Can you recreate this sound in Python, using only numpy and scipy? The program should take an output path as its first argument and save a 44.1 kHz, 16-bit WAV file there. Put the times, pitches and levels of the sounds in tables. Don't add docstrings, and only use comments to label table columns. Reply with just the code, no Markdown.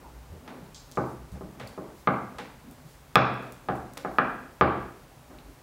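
import sys
import numpy as np
from scipy import signal
from scipy.fft import rfft, irfft, next_fast_len
from scipy.io import wavfile

SR = 44100
rng = np.random.default_rng(int(sys.argv[2]) if len(sys.argv) > 2 else 0)


def int16_out(signal):
    q = np.round(np.clip(np.atleast_2d(signal).T, -1, 1) * 32767)
    wavfile.write(sys.argv[1], SR, q.astype(np.int16))


def nominal_scale(level):
    x = np.asarray(level, float) / 20
    return 10 ** x


N = 247842
SPAN = 8192
TOUCH = np.eye(1, SPAN)[0]
TREBLE_TOP_HZ = 15800

# frequency in Hz, level in dB per Hz.
HUM_AND_HISS = [(12, -62), (20, -41), (32, -4), (54, -1), (97, -8.5), (155, 1), (178, -15), (497, -16),
                (587, -14), (674, -17), (818, -13.5), (1680, -20.5), (3270, -26.5), (15000, -32)]
# frequency in Hz, width in Hz, level in dB.
LEG_TREMBLE = [(68, 17.6, -64.5)]
# start in seconds, peak in dB, pitch in Hz.
JOLTS = [(0.298, -36, 80.7), (0.974, -38, 75), (1.316, -32.5, 68), (1.66, -55, 72.5), (2.075, -42, 76),
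         (2.35, -47, 64.4), (3.156, -27.5, 77.3), (3.70, -42, 74), (3.785, -39, 72.5), (4.19, -48, 77),
         (4.613, -22, 77.4)]
# middle in seconds, length in seconds, peak in dB.
SWAYS = [(0.074, 0.076, -43), (0.191, 0.24, -42), (0.858, 0.16, -53), (1.217, 0.18, -43), (1.445, .1, -52),
         (3.265, .2, -45), (4.117, .14, -49), (4.825, 0.23, -43), (5.36, 0.11, -47), (5.484, 0.15, -43.5)]
# frequency in Hz, width in Hz, level in dB.
RUMBLE = [(140, 10, -7), (250, 28, 0.5), (500, 340, -8.5), (900, 1200, -26)]
# middle in seconds, length in seconds, peak in dB.
STROKES = [(.06, 0.85, -64), (0.535, 0.29, -45), (1.005, 0.29, -55), (1.656, 0.32, -51), (1.904, 0.12, -51),
           (2.36, .25, -53), (2.774, 0.35, -65), (3.364, 0.51, -40.5), (3.827, 0.65, -56),
           (4.11, 0.55, -67.5), (4.42, 0.34, -53), (5.348, 0.15, -52), (5.497, 0.28, -66)]
# start in seconds, length in seconds, level in dB, centre in Hz,
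# width in Hz.
BRUSHES = [(.01, 0.11, -50, 865, 150), (0.296, 0.11, -50.5, 425, 200), (1.323, 0.077, -47, 397, 387),
           (1.60, 0.12, -43, 122, 39.7), (5.44, 0.12, -56, 304, 80), (0.601, 0.13, -52, 300, 398),
           (1.006, 0.18, -62, 6000, 8000), (1.928, 0.13, -61, 5000, 9000), (2.631, 0.13, -46, 250, 45),
           (2.829, 0.065, -49, 140, 50), (2.837, .16, -61, 3500, 7000), (3.51, .07, -77, 6000, 9000),
           (3.98, 0.065, -60, 7000, 12000), (4.078, 0.14, -62, 7000, 12000), (5.276, 0.17, -71, 500, 900)]
# start in seconds, peak in dB, treble lift in dB per octave,
# room share in dB, rattle in milliseconds.
BUMPS = [
    (0.015, -45.5, 15, -4, 3),
    (1.408, -33.5, -2, -6.5, 4.8),
    (1.775, -30, 2, -4, 4.4),
    (1.787, -45, 2, -10, 8.3),
    (5.299, -53.5, 13, 6.5, 8.5),
]
# frequency in Hz, level in dB per Hz.
CUSHIONED_BOARD = [(41, -35), (70, -10), (215, -5.5), (257, 1), (299, 3), (421, 5), (447, -4.5),
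                   (641, -3.5), (864, -11.5), (945, -11.5), (1080, -9), (2500, -38.5), (3250, -71),
                   (5500, -120)]
# start in seconds, peak in dB, centre in Hz.
THUMPS = [(0.307, -43, 88.5), (0.484, -43, 250), (1.324, -36.5, 114), (1.616, -59, 269), (2.398, -38, 256),
          (0.609, -43, 149), (1.42, -36.5, 190), (2.681, -53, 136)]
# start in seconds, peak in dB, treble lift in dB per octave, room share in dB,
# rattle in milliseconds.
SLAPS = [
    (0.476, -34, 4, -5.5, 8.1),
    (1.597, -31.5, 5, 0.5, 8.5),
    (2.383, -24.5, 3, -3.5, 4.4),
    (3.971, -21.5, 1.5, -11, 2.1),
]
# frequency in Hz, level in dB per Hz.
SLAP_RINGS = [
    [(180, -28), (300, -19), (423, -32), (861, -4), (1140, -11), (1500, -10), (7000, -34.5), (9100, -68),
     (15400, -120)],
    [(120, -22), (200, -6), (270, -7), (366, -12), (433, 5), (1550, -3.5), (2130, -5), (11000, -31.5),
     (14300, -62), (22000, -120)],
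    [(180, -29), (300, -18), (462, -5), (610, -14), (857, -6), (1200, -13.5), (1490, -12), (12000, -40.5),
     (15600, -69), (22000, -120)],
    [(180, -30), (300, -6.5), (415, -27), (531, -6), (610, -19), (1110, -17), (12000, -40.5), (15600, -64),
     (22000, -120)],
]
# start in seconds, peak in dB, treble lift in dB per octave,
# room share in dB, rattle in milliseconds.
CLINKS = [
    (0.7442, -33.5, 2, 0.5, 2.7),
    (0.9197, -33.5, 8.5, 6, 1.5),
    (0.9543, -38, 7.5, 10.5, 0.88),
]
# frequency in Hz, level in dB per Hz.
CLINK_RING = [(1410, -35), (2400, -15), (2840, -18), (3250, -5), (3580, -8), (3890, -6), (4800, -3),
              (6020, -5), (6540, -2.5), (7070, -9), (7600, -7), (8360, -11), (10000, -19), (13000, -59),
              (22000, -120)]
# frequency in Hz, width in Hz, rise in dB.
CLINK_MODES = [(3100, 120, 3), (4860, 110, 4), (6500, 110, 8), (7360, 200, 9)]
# start in seconds,
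# peak in dB, centre in Hz, room share in dB.
TICKS = [(0.914, -29, 6950, -13), (0.9552, -38, 7000, -20), (1.1294, -49, 9000, -18),
         (1.3179, -40, 7000, -4), (1.6722, -31, 7900, -7), (1.6794, -45, 8000, -18),
         (2.7104, -32.5, 10000, -9), (3.1552, -12.5, 13000, -32), (3.4238, -39.5, 6000, -6),
         (3.5217, -26, 9000, -13), (3.5275, -45, 9000, -16), (3.753, -37, 10000, -4),
         (3.935, -28.5, 9000, -16), (3.9757, -18.5, 4000, -19)]
# start in seconds, peak in dB, treble lift of the direct crack
# in dB per octave, room share in dB, rattle in milliseconds.
KNOCKS = [
    (0.972, -16.5, 10.5, -2, 1.3),
    (2.0716, -8, 7.5, -5.5, 2.5),
    (3.155, 5, 9.5, -0.5, 1.4),
    (3.685, -17, 6, -3.5, 2.2),
    (4.0467, -19, 3, -7.5, 1.8),
    (4.1835, -5, 3.5, -7.5, 1.13),
    (4.6101, -2.5, 7, -4.5, 3.2),
]
# frequency in Hz, level in dB per Hz.
WOOD = [(53, -72), (97, -24.5), (212, -14), (500, -6), (820, -6), (925, -8), (1680, -10.5), (1860, -18.5)]
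# multiple of the contact's top frequency, level in dB per Hz.
MUFFLE = [(1.0, -45), (1.3, -86), (2.2, -120)]
# top of the contact in Hz, bass under 300 Hz in dB, treble in dB.
LANDINGS = [(2880, 3, -14), (4500, 8, -1), (6820, 4, 1), (5000, 7, -0.5), (3460, 6.5, -1.5),
            (5470, 4.5, 0.5), (5000, 3.5, -2)]
# frequency in Hz, width in Hz.
BOARD_MODES = [(128, 52), (253, 43), (355, 124), (725, 107), (1230, 330)]
SPOTS = [(19, 7.4, 11, -1, 9), (11.8, 8, 2.4, 3, 10.5), (19, 5.2, 2.6, 5, 9.5), (15.2, 6.8, 9, 5, 4),
         (4, 6.1, 9.1, 11.5, 4), (8.7, 12.4, 4.7, 6.5, 7.5), (15, 3.9, 9.8, 2, 4.5)]
# frequency in Hz, width in Hz, rise in dB.
PIN = [
    [(1510, 48, 8), (2260, 600, 9)],
    [(2110, 110, 9.5), (1300, 91, -2), (2300, 200, 5.5), (1810, 160, -9)],
    [(2490, 450, 12), (2980, 210, -4), (3420, 230, 11.5), (3880, 540, 5), (5170, 630, 7.5)],
    [(760, 120, 7.5), (2100, 76, -6)],
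    [(2200, 300, 6)],
    [(1530, 590, 6), (2430, 380, 13), (2950, 250, 0), (3350, 220, 8.5)],
    [(1164, 160, 5.5), (2280, 290, 5), (3000, 1400, 3), (5070, 300, 2)],
]
# start in seconds, peak in dB, centre in Hz.
TAPS = [(5.198, -63, 2800), (5.385, -43.5, 3970), (5.384, -44, 2600), (4.1842, -7.5, 1370),
        (1.6737, -35.5, 4560)]
# frequency in Hz, time to fall by 60 dB in seconds.
ROOM_T60 = [(60, 0.57), (125, 0.63), (250, 0.59), (500, 0.57), (1000, 0.53), (2000, 0.59), (4000, 0.66),
            (8000, 0.34), (16000, 0.15)]
# frequency in Hz, level in dB, 60 dB fall time in seconds.
ROOM_MODES = [(80, -30, .7), (125.1, 6, 0.68), (145, 11, 0.34), (193.2, 13, 0.62), (250.4, 2.5, 0.63),
              (310, -7, 0.42), (391.5, 7, 0.48), (423, -5, 0.36), (648, 0, 0.7)]
# delay in milliseconds, level in dB, sign and strength.
ECHOES = [(4.665, 7.5, 0.81), (10.535, 5.5, 0.52), (13.485, 3.5, -1.2), (17.72, -8.5, -0.58),
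          (21.59, 2, 0.76)]


def level(x, db):
    return x * nominal_scale(db) / np.sqrt(np.mean(x ** 2))


def ring(x, modes):
    f = np.fft.rfftfreq(len(x), 1 / SR) + 1e-9
    response = 0
    for k, (hz, wide_hz, db) in enumerate(modes):
        once = 1 / (1 + 1j * (f / hz - hz / f) * hz / (1.76 * wide_hz))
        response = response + (-1) ** k * nominal_scale(db) * once ** 2
    return irfft(rfft(x) * response, len(x))


def swell(t, middle_s, length_s, db):
    return nominal_scale(db) * np.cos(np.pi * np.clip((t - middle_s) / length_s, -.5, .5)) ** 2


def causal(log_gain, size):
    c = irfft(log_gain, size)
    c[1:size // 2] *= 2
    c[size // 2 + 1:] = 0
    return np.exp(rfft(c))


def colour(x, points, modes, lift_db):
    hz, db = np.transpose(points)
    f = np.fft.rfftfreq(len(x), 1 / SR) + 1
    gain_db = np.interp(np.log(f), np.log(hz), db)
    gain_db = gain_db + lift_db * np.clip(np.log2(f / 1000), 0, 2.2)
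    for at_hz, wide_hz, rise_db in modes:
        gain_db = gain_db + rise_db / (1 + (2 * (f - at_hz) / wide_hz) ** 2)
    return irfft(rfft(x) * causal(gain_db * np.log(10) / 20, len(x)), len(x))


def crackle(ms):
    t_ms = np.arange(SPAN) / SR * 1000
    x = rng.standard_normal(SPAN) ** 3 * np.exp(-t_ms / max(ms, .05))
    x[0] = 5.55
    flatten = causal(-np.log(np.abs(rfft(x)) + 1e-9), SPAN)
    return irfft(rfft(x) * flatten, SPAN)


def add(bus, s, near, far):
    delay_s = 0.001208
    i = int((s + delay_s) * SR)
    x = np.array([near, far])[:, :N - i]
    bus[:, i:i + x.shape[1]] += x


def strike(bus, rows, rings, modes):
    for (s, db, lift_db, wet_db, ms), points, peaks in zip(rows, rings, modes):
        peak = np.abs(colour(TOUCH, points, peaks, lift_db)).max()
        push = crackle(ms) * nominal_scale(db) * np.sqrt(1 + .5 * ms) / peak
        near = colour(push, points, peaks, lift_db)
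        far = colour(push, points, peaks, 0) * nominal_scale(wet_db)
        add(bus, s, near, far)


def snap(bus, s, db, hz, wide_hz, ms, wet_db, order=1):
    crack, touch = crackle(ms), TOUCH
    for _ in range(order):
        crack = ring(crack, [(hz, wide_hz, 0)])
        touch = ring(touch, [(hz, wide_hz, 0)])
    crack = crack * nominal_scale(db) / np.abs(touch).max()
    add(bus, s, crack, crack * nominal_scale(wet_db))


def rumbling_noise(modes, db):
    return level(ring(rng.standard_normal(next_fast_len(N)), modes)[:N], db)


def hum_and_hiss():
    hz, db = np.transpose(HUM_AND_HISS)
    f = np.fft.rfftfreq(N, 1 / SR) + 1
    gain = nominal_scale(np.interp(np.log(f), np.log(hz), db)) * (f < TREBLE_TOP_HZ)
    return level(irfft(rfft(rng.standard_normal(N)) * gain, N), -52)


def table_legs():
    t = np.arange(N) / SR
    legs = rumbling_noise(LEG_TREMBLE, LEG_TREMBLE[0][2])
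    for middle_s, length_s, db in SWAYS:
        sway_hz = 58.4 * (1 + 0.06 * rng.standard_normal())
        legs = legs + swell(t, middle_s, length_s, db) * np.sin(2 * np.pi * sway_hz * (t - middle_s))
    attack_s, t60_s = 0.0061, 0.41
    for s, db, hz in JOLTS:
        late = np.maximum(t - s, 0)
        shape = nominal_scale(db - 60 * late / t60_s) * (1 - np.exp(-late / attack_s))
        legs = legs + shape * np.sin(2 * np.pi * hz * late)
    return legs


def rolling():
    t = np.arange(N) / SR
    strokes = sum(swell(t, *row) for row in STROKES)
    return rumbling_noise(RUMBLE, 0) * (nominal_scale(-61) + strokes)


def brushes():
    out = np.zeros(N)
    for s, length_s, db, hz, wide_hz in BRUSHES:
        hiss = level(ring(rng.standard_normal(SPAN), [(hz, wide_hz, 0)]), db)
        n = min(int(length_s * SR), SPAN)
        i = int(s * SR)
        out[i:i + n] += hiss[:n] * np.sqrt(np.hanning(n))
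    return out


def bumps(bus):
    strike(bus, BUMPS, [CUSHIONED_BOARD] * len(BUMPS), [[]] * len(BUMPS))


def thumps(bus):
    for s, db, hz in THUMPS:
        snap(bus, s, db, hz, wide_hz=71, ms=10.1, wet_db=-7)


def slaps(bus):
    strike(bus, SLAPS, SLAP_RINGS, [[]] * len(SLAPS))


def clinks(bus):
    strike(bus, CLINKS, [CLINK_RING] * len(CLINKS), [CLINK_MODES] * len(CLINKS))


def ticks(bus):
    for s, db, hz, wet_db in TICKS:
        snap(bus, s, db, hz, wide_hz=9000, ms=0.25, wet_db=wet_db)


def wood(top_hz, bass_db, treble_db):
    body = [(hz, db + bass_db * (hz < 300) + treble_db * (hz > 1400)) for hz, db in WOOD]
    return body + [(k * top_hz, db) for k, db in MUFFLE]


def knocks(bus):
    modes = []
    for spot, pin in zip(SPOTS, PIN):
        board = [(hz, wide_hz, db) for (hz, wide_hz), db in zip(BOARD_MODES, spot)]
        modes.append(board + list(pin))
    strike(bus, KNOCKS, [wood(*row) for row in LANDINGS], modes)


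def taps(bus):
    for s, db, hz in TAPS:
        snap(bus, s, db, hz, wide_hz=750, ms=1.5, wet_db=-18, order=2)


def room():
    t = np.arange(SR) / SR
    at_hz, fall_s = np.transpose(ROOM_T60)
    diffuse_hz = 200
    tail = 0
    for hz in 60 * 2 ** np.arange(0, 8.1, 1 / 4):
        t60 = np.interp(np.log(hz), np.log(at_hz), fall_s)
        band = ring(rng.standard_normal(SR), [(hz, hz / 8, 0)]) * nominal_scale(-60 * t / t60)
        share_db = 10 * np.log10(hz * t60 / (1 + (diffuse_hz / hz) ** 2))
        tail = tail + level(band, share_db)
    tail = level(tail, -37) * (1 - np.exp(-t / 0.00022))
    for hz, db, t60 in ROOM_MODES:
        tail = tail + nominal_scale(db - 54.0) * np.sin(2 * np.pi * hz * t) * nominal_scale(-60 * t / t60)
    echoes = np.zeros(SR)
    for ms, db, sign in ECHOES:
        echoes[int(ms * SR / 1000)] = sign * nominal_scale(db)
    return tail + signal.lfilter([.4], [1, .4 - 1], echoes)


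def scene():
    steady = hum_and_hiss() + table_legs() + rolling() + brushes()
    bus = np.zeros((2, N))
    for source in (bumps, thumps, slaps, clinks, ticks, knocks, taps):
        source(bus)
    wet = signal.fftconvolve(bus[1], room())[:N]
    return (steady + bus[0] + wet)[None]


def follow(x, release_s):
    sink = np.arange(len(x)) / (release_s * SR)
    return np.exp(np.maximum.accumulate(np.log(np.abs(x) + 1e-9) + sink) - sink)


def band_limit(x):
    return signal.sosfilt(signal.butter(12, 16960, fs=SR, output="sos"), x)


def record(dry):
    gain = np.minimum(1, nominal_scale(-7) / follow(dry[0], 0.24)) ** .5
    gain = signal.lfilter([.01], [1, .01 - 1], gain - 1) + 1
    rounded = 0.83 * np.tanh(dry * gain / 0.97)
    top = signal.ellip(5, .3, 18, TREBLE_TOP_HZ, fs=SR, output="sos")
    mix = signal.sosfilt(top, rounded)
    return band_limit(mix)


dry = scene()
out = record(dry)
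int16_out(out)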